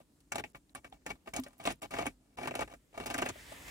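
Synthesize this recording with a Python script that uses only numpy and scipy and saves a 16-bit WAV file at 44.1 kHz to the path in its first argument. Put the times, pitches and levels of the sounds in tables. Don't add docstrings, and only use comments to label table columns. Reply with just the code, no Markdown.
import sys
import numpy as np
from scipy import signal
from scipy.fft import rfft, irfft, next_fast_len
from scipy.io import wavfile
from scipy.ndimage import uniform_filter1d

SR = 44100
rng = np.random.default_rng(int(sys.argv[2]) if len(sys.argv) > 2 else 0)


def volts(x):
    e = np.asarray(x, float) / 20
    return 10 ** e


def transcribe(signal):
    frames = np.atleast_2d(signal).T
    limited = np.clip(frames, -1, 1)
    pcm = np.round(limited * 32767).astype(np.int16)
    wavfile.write(sys.argv[1], SR, pcm)


N = 163170
BANDS = 30 * 2 ** np.arange(0, 9.6, .5)
SEATING_BELOW_HZ = 1000

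# frequency in [Hz], level in [dB], decay time t60 in [s].
SHELL_MODES = [(262.6, -11.5, 0.093), (375, -18.5, 0.031), (571, -8.5, 0.061), (683.5, -3, 0.067),
               (819.6, 5, 0.03), (1183, -2, 0.047), (1714, -10.5, 0.083), (1874, -13, 0.016),
               (2280, -4.5, 0.054), (2800, 5.5, 0.0073), (3790, -30.5, 0.09)]
# frequency in [Hz], density in [dB per Hz].
CRACK_COLOUR = [(60, -18.5), (480, -4.5), (803, -3), (1060, -16), (1700, -8), (4320, -20.5), (7230, -17),
                (11000, -22.5), (16000, -26)]


def rms_one(x):
    return x / np.sqrt(np.mean(x ** 2) + 1e-20)


def at_hz(points, hz):
    points = np.array(points)
    return np.interp(np.log(hz), np.log(np.maximum(points[:, 0], 1)), points[:, 1])


def drift(rate):
    r = np.exp(-80 * np.pi * rate / SR)
    slow = signal.lfilter([1], [1, -2 * r, r * r], rng.standard_normal(N // 40 + 2002))
    slow = slow[2000:]
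    return np.interp(np.arange(N) / 40, np.arange(len(slow)), rms_one(slow))


def ring(clicks, hz, t60):
    r, w = volts(-60 / (t60 * SR)), 2 * np.pi * hz / SR
    return signal.lfilter([0, np.sin(w)], [1, -2 * r * np.cos(w), r * r], clicks + 1e-18)


def die_away(x, t60):
    return signal.lfilter([1], [1, -volts(-60 / (t60 * SR))], x + 1e-18)


def band(x, low, high):
    sos = signal.butter(2, [low, min(high, .45 * SR)], "band", fs=SR, output="sos")
    return signal.sosfilt(sos, x)


def band_around(x, hz, width_hz):
    return rms_one(band(x, hz - width_hz / 2, hz + width_hz / 2))


def train(s, gains):
    return np.bincount((s * SR).astype(int), gains, N)[:N]


def banded_noise(spectrum, likeness, size):
    flicker_db = 1.2
    out, white, together = 0, rng.standard_normal((2, 2, size)), drift(5.3)
    for k, (low, high) in enumerate(zip(BANDS, BANDS[1:])):
        mid, side = band(white[k % 2], low, high)
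        hz = np.sqrt(low * high)
        alike = np.clip(at_hz(likeness, hz), -1, 1)
        wander = (0.49 * together + drift(5.1))[:size]
        gain = volts(at_hz(spectrum, hz) + flicker_db * wander)
        out = out + gain * (np.sqrt(1 + alike) * mid + np.sqrt(1 - alike) * side * [[1], [-1]])
    return rms_one(out)


def brightening(hz):
    return np.clip(np.log2(hz / 3110) + .5, 0, 1)


def paired(two, hz):
    # frequency in [Hz], left-right likeness from 0 to 1 [no unit].
    crack_likeness = [(500, .93), (1300, .4), (9000, .7)]
    alike = np.clip(at_hz(crack_likeness, hz), 0, 1)
    return np.sqrt(.5 + alike / 2) * two[0] + np.sqrt(.5 - alike / 2) * two[1] * [[1], [-1]]


def evened(x):
    power = uniform_filter1d(np.mean(np.atleast_2d(x) ** 2, axis=0), size=1300)
    return x / np.sqrt(power.clip(1e-12))


def cabin_floor(held_db):
    # frequency in [Hz], density in [dB per Hz].
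    floor_colour = [(18, -32), (30, -5.5), (59, 2), (93, -13.5), (134, -5.5), (1350, -27), (6550, -32),
                    (7670, -30), (16000, -40)]
    # frequency in [Hz], left-right likeness from 0 to 1 [no unit].
    floor_likeness = [(60, 0.96), (240, 0.79), (950, 0.097), (3770, 0.01), (15000, 1)]
    gate_opens_db, gate_slope, gate_range_db = -67, 0.45, 11.5
    opening_db = np.clip(gate_slope * (held_db - gate_opens_db), 0, gate_range_db)
    opening_db = np.roll(uniform_filter1d(opening_db, size=200), shift=200)
    hum = band_around(rng.standard_normal(N + SR), 48.2, 5.1)[SR:]
    boom = band_around(rng.standard_normal(N), 277, 64)
    rumble = banded_noise(floor_colour, floor_likeness, size=N)
    return volts(opening_db) * (volts(-69.5) * rumble + volts(-74) * hum + volts(-75.5) * boom)


def pressure():
    # start in [s], length in [s], level in [dB], rise over the length in [dB].
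    strokes = [(0.318, 0.055, -48, -4), (0.372, 0.027, -45, 18), (0.756, 0.043, -53, -19.5),
               (0.918, 0.057, -62.5, -4.5), (1.057, 0.062, -48, 18), (1.26, 0.036, -54, 1.5),
               (1.335, 0.065, -42.5, 4), (1.451, 0.059, -59.5, -8), (1.597, 0.073, -52.5, -2),
               (1.654, 0.067, -49, -3), (1.818, 0.044, -45.5, -3), (1.907, 0.12, -42, 5),
               (2.025, 0.062, -49, 5), (2.37, 0.1, -46.5, 4.5), (2.516, 0.01, -63, -14),
               (2.533, 0.1017, -45.5, 17.5), (2.682, 0.048, -57.5, 14), (2.94, 0.11, -50, 12),
               (3.057, 0.25, -44.5, 1.5), (-.01, 0.032, -64.5, 16), (2.199, .16, -71.5, 5),
               (1.507, .09, -67, -5), (0.551, 0.034, -58.5, -10), (0.835, 0.045, -58, 2)]
    edge_s = .003
    t, out = np.arange(N) / SR, np.zeros(N)
    for s, length, db, rise_db in strokes:
        edge = np.clip(np.minimum(t - s, s + length - t) / edge_s + .5, 0, 1)
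        out += edge * volts(db + rise_db * np.clip((t - s) / length - .5, -.5, .5))
    return out


def shove(push):
    thud_hz, thud_db, lag_s = 68, -30.5, 0.017
    mid, side = rms_one(band(rng.standard_normal((2, N)), 29.0, thud_hz * 2))
    rumble = mid + 0.28 * side * [[1], [-1]]
    weight = uniform_filter1d(push, size=900).clip(0) ** 0.65
    return volts(thud_db) * rumble * np.roll(weight, int(lag_s * SR))


def creak():
    slips_per_s, bright_db, modes_db = 1900, -2.5, 2
    ringing_share, grit_hiss = 0.23, .8
    slips = volts(3.2 * np.minimum(rng.exponential(1, N), 4)) * rng.choice([-1, 1], N)
    slips *= rng.random(N) < slips_per_s * volts(3 * drift(40)) / SR
    push = pressure()

    firm = slips * (rng.random(N) < ringing_share)
    dealt = rng.integers(0, 3, N)
    modes = 0
    for k, (hz, db, t60) in enumerate(SHELL_MODES):
        modes = modes + volts(db) * ring(firm * (dealt != k % 3), hz, t60)

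    grit = slips + grit_hiss * rng.standard_normal((2, N)) * volts(2 * drift(29)) * np.std(slips)
    crackle = 0
    for k, (low, high) in enumerate(zip(BANDS[4::2], BANDS[6::2])):
        hz = low * np.sqrt(2)
        gain = volts(at_hz(CRACK_COLOUR, hz) + bright_db * brightening(hz))
        crackle = crackle + gain * paired(band(grit, low, high), low) * (-1) ** k
    return push * (volts(modes_db) * evened(modes) + evened(crackle)) / 2 + shove(push)


def pings():
    # start in [s], peak in [dB], pitch in [Hz].
    tiny_ticks = [(.357, -41, 3830), (.501, -56, 9000), (.519, -60, 12000), (0.557, -56, 11400),
                  (.573, -53, 12000), (.695, -58, 4080), (.705, -65, 9000), (0.9, -55, 8700),
                  (0.926, -54.5, 3360), (.926, -51.5, 780), (1.291, -55, 10000), (1.4, -36, 12000),
                  (1.436, -51, 3400), (1.485, -53, 9700), (1.531, -58, 10500), (1.582, -52.5, 12000),
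                  (1.59, -48.5, 12500), (1.64, -54, 13000), (1.726, -41, 9300), (1.758, -56, 11000),
                  (2.06, -44, 10000), (1.673, -34, 2610), (2.418, -61, 9000), (.408, -56, 12000),
                  (0.0037, -59.5, 584), (1.39, -40, 258), (3.519, -51.5, 607), (3.358, -53, 608),
                  (2.737, -55.5, 587), (1.464, -51, 580)]
    cycles, spread = 29, 0.37
    out, draw = np.zeros(N), rng.standard_normal((len(tiny_ticks), 3))
    t = np.arange(int(.08 * SR)) / SR
    for (s, db, hz), detune in zip(tiny_ticks, draw):
        partials = hz * (1 + spread * min(hz / 10000, 1) ** 2 * detune[:, None] / 2)
        tones = np.sin(2 * np.pi * np.minimum(partials, 15500) * t).sum(axis=0)
        start = int(s * SR)
        out[start:start + len(t)] += volts(db - 60 * t * hz / cycles) * tones
    return out


def shell_ring(s, db, bright_db, seated_db, draw):
    modes_db, scatter_db, grip_detune = -16.5, 3.5, .035
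    second_s = s + 0.001994 + 0.00055 * draw[:, -1]
    third_s = s + .005 + 0.00088 * draw[:, -3]
    out = 0
    for k, (hz, mode_db, t60) in enumerate(SHELL_MODES):
        gain_db = db + modes_db + mode_db + scatter_db * draw[:, k]
        gain = volts(gain_db + bright_db * brightening(hz) + seated_db * (hz < SEATING_BELOW_HZ))
        grip = np.clip(np.round(draw[:, 30 + k]), -1, 1)
        for bend in (-1, 0, 1):
            held = gain * (grip == bend)
            hits = train(s + 0.00052, held) + train(second_s, -.6 * held)
            hits = hits + train(third_s, 0.89 * held * draw[:, k + 1])
            out = out + ring(hits, hz * (1 + grip_detune * bend), t60)
    return out


def shell_crack(s, db, bright_db, seated_db, draw):
    # frequency in [Hz], decay time t60 in [s].
    crack_t60 = [(150, 0.14), (800, 0.04), (3000, 0.087), (12000, 0.039)]
    crack_db, scatter_db = -13, 3
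    snap_t60_s, snap_db, snap_tilt_db = 0.011, -1.5, -2
    out, white = np.zeros((2, N)), rng.standard_normal((2, 2, N))
    for k, (low, high) in enumerate(zip(BANDS[3:], BANDS[4:])):
        hz = np.sqrt(low * high)
        gain_db = db + crack_db + at_hz(CRACK_COLOUR, hz) + scatter_db * draw[:, len(SHELL_MODES) + k]
        gain = volts(gain_db + bright_db * brightening(hz) + seated_db * (hz < SEATING_BELOW_HZ))
        hits = train(s, gain)
        snap = volts(snap_db + snap_tilt_db * brightening(hz / 2)) * hits
        dying = die_away(hits, at_hz(crack_t60, hz)) + die_away(snap, snap_t60_s)
        dying = signal.lfilter([.04], [1, -.96], dying)
        out += 8 * paired(band(white[k % 2] * dying, low, high), hz)
    return out


def ticks():
    # start in [s], peak in [dB], brightness in [dB].
    wiggles = [(0.203, -59, -1.5), (0.32, -24, -16.5), (0.356, -25.5, -16), (0.3813, -24.5, -19),
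               (0.3975, -30.5, -23), (0.438, -33.5, -23), (0.547, -37, -31), (0.749, -32.5, -17.5),
               (0.845, -34, -26.5), (0.923, -48, -32), (1.017, -54, -36), (1.063, -26, -18.5),
               (1.104, -29, -23.5), (1.154, -49, -23), (1.274, -32.5, -27), (1.337, -31.5, -12.5),
               (1.363, -27.5, -8), (1.436, -51.5, 2.5), (1.463, -41.5, -23), (1.531, -51.5, -13),
               (1.6, -41, -17), (1.638, -41, -11), (1.653, -27, -14.5), (1.662, -32, -12.5),
               (1.672, -20.5, -21.5), (1.687, -32, -24), (1.695, -35, -20), (1.703, -29.5, -18.5),
               (1.71, -36, -16), (1.718, -50, -3)]
    # start in [s], peak in [dB], brightness in [dB].
    pushes = [(1.82, -43, -6), (1.829, -32.5, -17), (1.908, -46, -9), (1.938, -28, -22.5),
              (1.966, -29, -37), (1.986, -25, -21.5), (2.004, -30, -31), (2.025, -27.5, -38),
              (2.056, -27, -23), (2.065, -24, -16), (2.373, -44, -17), (2.385, -31.5, -25.5),
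              (2.414, -34, -36), (2.43, -32, -20.5), (2.439, -35.5, -35), (2.455, -29, -35),
              (2.473, -24.5, -19.5), (2.481, -34, -25), (2.509, -29.5, -24.5), (2.54, -33.5, -32),
              (2.552, -25, -14.5), (2.591, -28.5, -21), (2.607, -27, -16), (2.62, -27, -40),
              (2.676, -43, -18.5), (2.7, -46, -24), (2.737, -40.5, -20)]
    # start in [s], peak in [dB], brightness in [dB].
    slide = [(2.928, -47.5, -26), (2.943, -45, -37), (2.976, -30, -22), (3.0, -26, -30),
             (3.059, -29.5, -15), (3.066, -33, -11.5), (3.101, -29, -11.5), (3.109, -34, -17),
             (3.14, -33.5, -12), (3.143, -26.5, -17.5), (3.179, -28.5, -12), (3.186, -23.5, -21),
             (3.217, -31.5, -15.5), (3.221, -21, -26.5), (3.257, -29.5, -21), (3.26, -25, -20.5),
             (3.288, -28.5, -12.5), (3.293, -30.5, -21), (3.36, -50, -37), (3.522, -38.5, -20),
             (3.681, -46, -7)]
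    # time in [s], weight of the low modes in [dB].
    seating = [
        (.3, -6.5),
        (.4, 0),
        (.8, -4.5),
        (1.1, -1.5),
        (1.4, 0),
        (1.7, 0.5),
        (2, 1),
        (2.5, 0.5),
        (3, 1),
        (3.3, -3),
    ]
    s, db, bright_db = np.transpose(wiggles + pushes + slide)
    bright_db = bright_db + 15.5
    seated_db = np.interp(s, *np.transpose(seating))
    draw = rng.standard_normal((len(s), 50))
    ringing = shell_ring(s, db, bright_db, seated_db, draw)
    return ringing + shell_crack(s, db, bright_db, seated_db, draw)


def cloth():
    # time in [s], level in [dB].
    slide_level = [
        (3.32, -60),
        (3.342, -55.5),
        (3.7, -49.5),
    ]
    # frequency in [Hz],
    # density in [dB per Hz].
    closing_colour = [(24, -33), (40, 12), (194, -6), (290, -2.5), (1520, -5.5), (2050, 1), (5310, -13),
                      (7730, -14), (16000, -19)]
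    s, db = np.transpose(slide_level)
    hiss = banded_noise(closing_colour, [(100, 0.99), (1500, 0.04), (9000, 0.98)], size=SR)
    ringing = band_around(hiss, 1860, 570)
    rub_db = np.interp(np.arange(N - SR, N) / SR, [s[0] - .6, *s], [-88, *db])
    rub = volts(rub_db) * rms_one(hiss + volts(-10.5) * ringing)
    return np.pad(rub, [(0, 0), (N - SR, 0)])


def cabin(x):
    t60_s, low_hz, cut_hz, level = 0.033, 298, 5100, volts(-13)
    t = np.arange(int(.2 * SR)) / SR
    tail = rng.standard_normal((2, len(t))) * volts(-60 * t / t60_s) * (t > .002)
    tail = signal.sosfilt(signal.butter(1, [low_hz, cut_hz], "band", fs=SR, output="sos"), tail)
    tail = tail / np.sqrt(np.sum(tail ** 2) / 2)
    return level * signal.fftconvolve(x, tail, axes=1)[:, :N]


def ports(x):
    # frequency in [Hz], left minus right in [dB], extra left lag in [rad].
    port_balance = [(330, -.5, 0), (600, -1.5, .6), (1000, 1, .4), (2500, 4, -1.6), (5500, 1.5, 0),
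                    (8000, -6, 0), (14000, -3.5, 0)]
    left_lag_s = .00019
    size = next_fast_len(N + SR)
    hz = np.arange(size // 2 + 1) * SR / size + 1
    turn = np.pi * hz * left_lag_s + at_hz(np.array(port_balance)[:, ::2], hz) / 2
    half = volts(at_hz(port_balance, hz) / 2) * np.exp(-1j * turn)
    return irfft(rfft(x, size) * np.array([half, 1 / half]), size)[:, :N]


def suppressor_level_db(x):
    closes_db_per_s = 471
    db = 10 * np.log10(uniform_filter1d(np.mean(x ** 2, axis=0), size=200).clip(1e-12))
    fall = closes_db_per_s * np.arange(N) / SR
    return np.maximum.accumulate(db + fall) - fall


def dropouts(x):
    # start in [s], length in [s], depth in [dB].
    mutes = [
        (.339, .006, -20),
        (.412, .024, -7),
        (.525, .006, -16),
        (.735, .007, -16),
        (1.803, .006, -20),
        (2.361, .009, -16),
        (2.545, .003, -12),
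    ]
    t, db = np.arange(N) / SR, np.zeros(N)
    for s, length, depth_db in mutes:
        db += depth_db * ((t > s) & (t < s + length))
    treble = signal.sosfiltfilt(signal.butter(2, 1200, "high", fs=SR, output="sos"), x)
    return x - treble * (1 - volts(uniform_filter1d(db, size=60)))


def microphone(x):
    x = signal.sosfilt(signal.butter(4, 46.2, "high", fs=SR, output="sos"), x)
    x = x + 0.65 * signal.lfilter(*signal.iirpeak(7670, 4, fs=SR), x)
    return signal.sosfilt(signal.cheby2(10, 20, 16050, fs=SR, output="sos"), x)


def scene():
    tails_below_db, tails_slope, tails_range_db = -53, .7, 7
    plug = creak() + pings() + ticks()
    heard = ports(plug + cabin(plug))
    rub = cloth()
    held_db = suppressor_level_db(heard + rub)
    cut_db = np.clip(tails_slope * (held_db - tails_below_db), -tails_range_db, 0)
    return dropouts(heard * volts(cut_db) + rub + cabin_floor(held_db))


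def band_limit(x):
    return signal.sosfilt(signal.butter(12, 16830, fs=SR, output="sos"), x)


def record(dry):
    mix = microphone(dry)
    return band_limit(mix)


dry = scene()
out = record(dry)
transcribe(out)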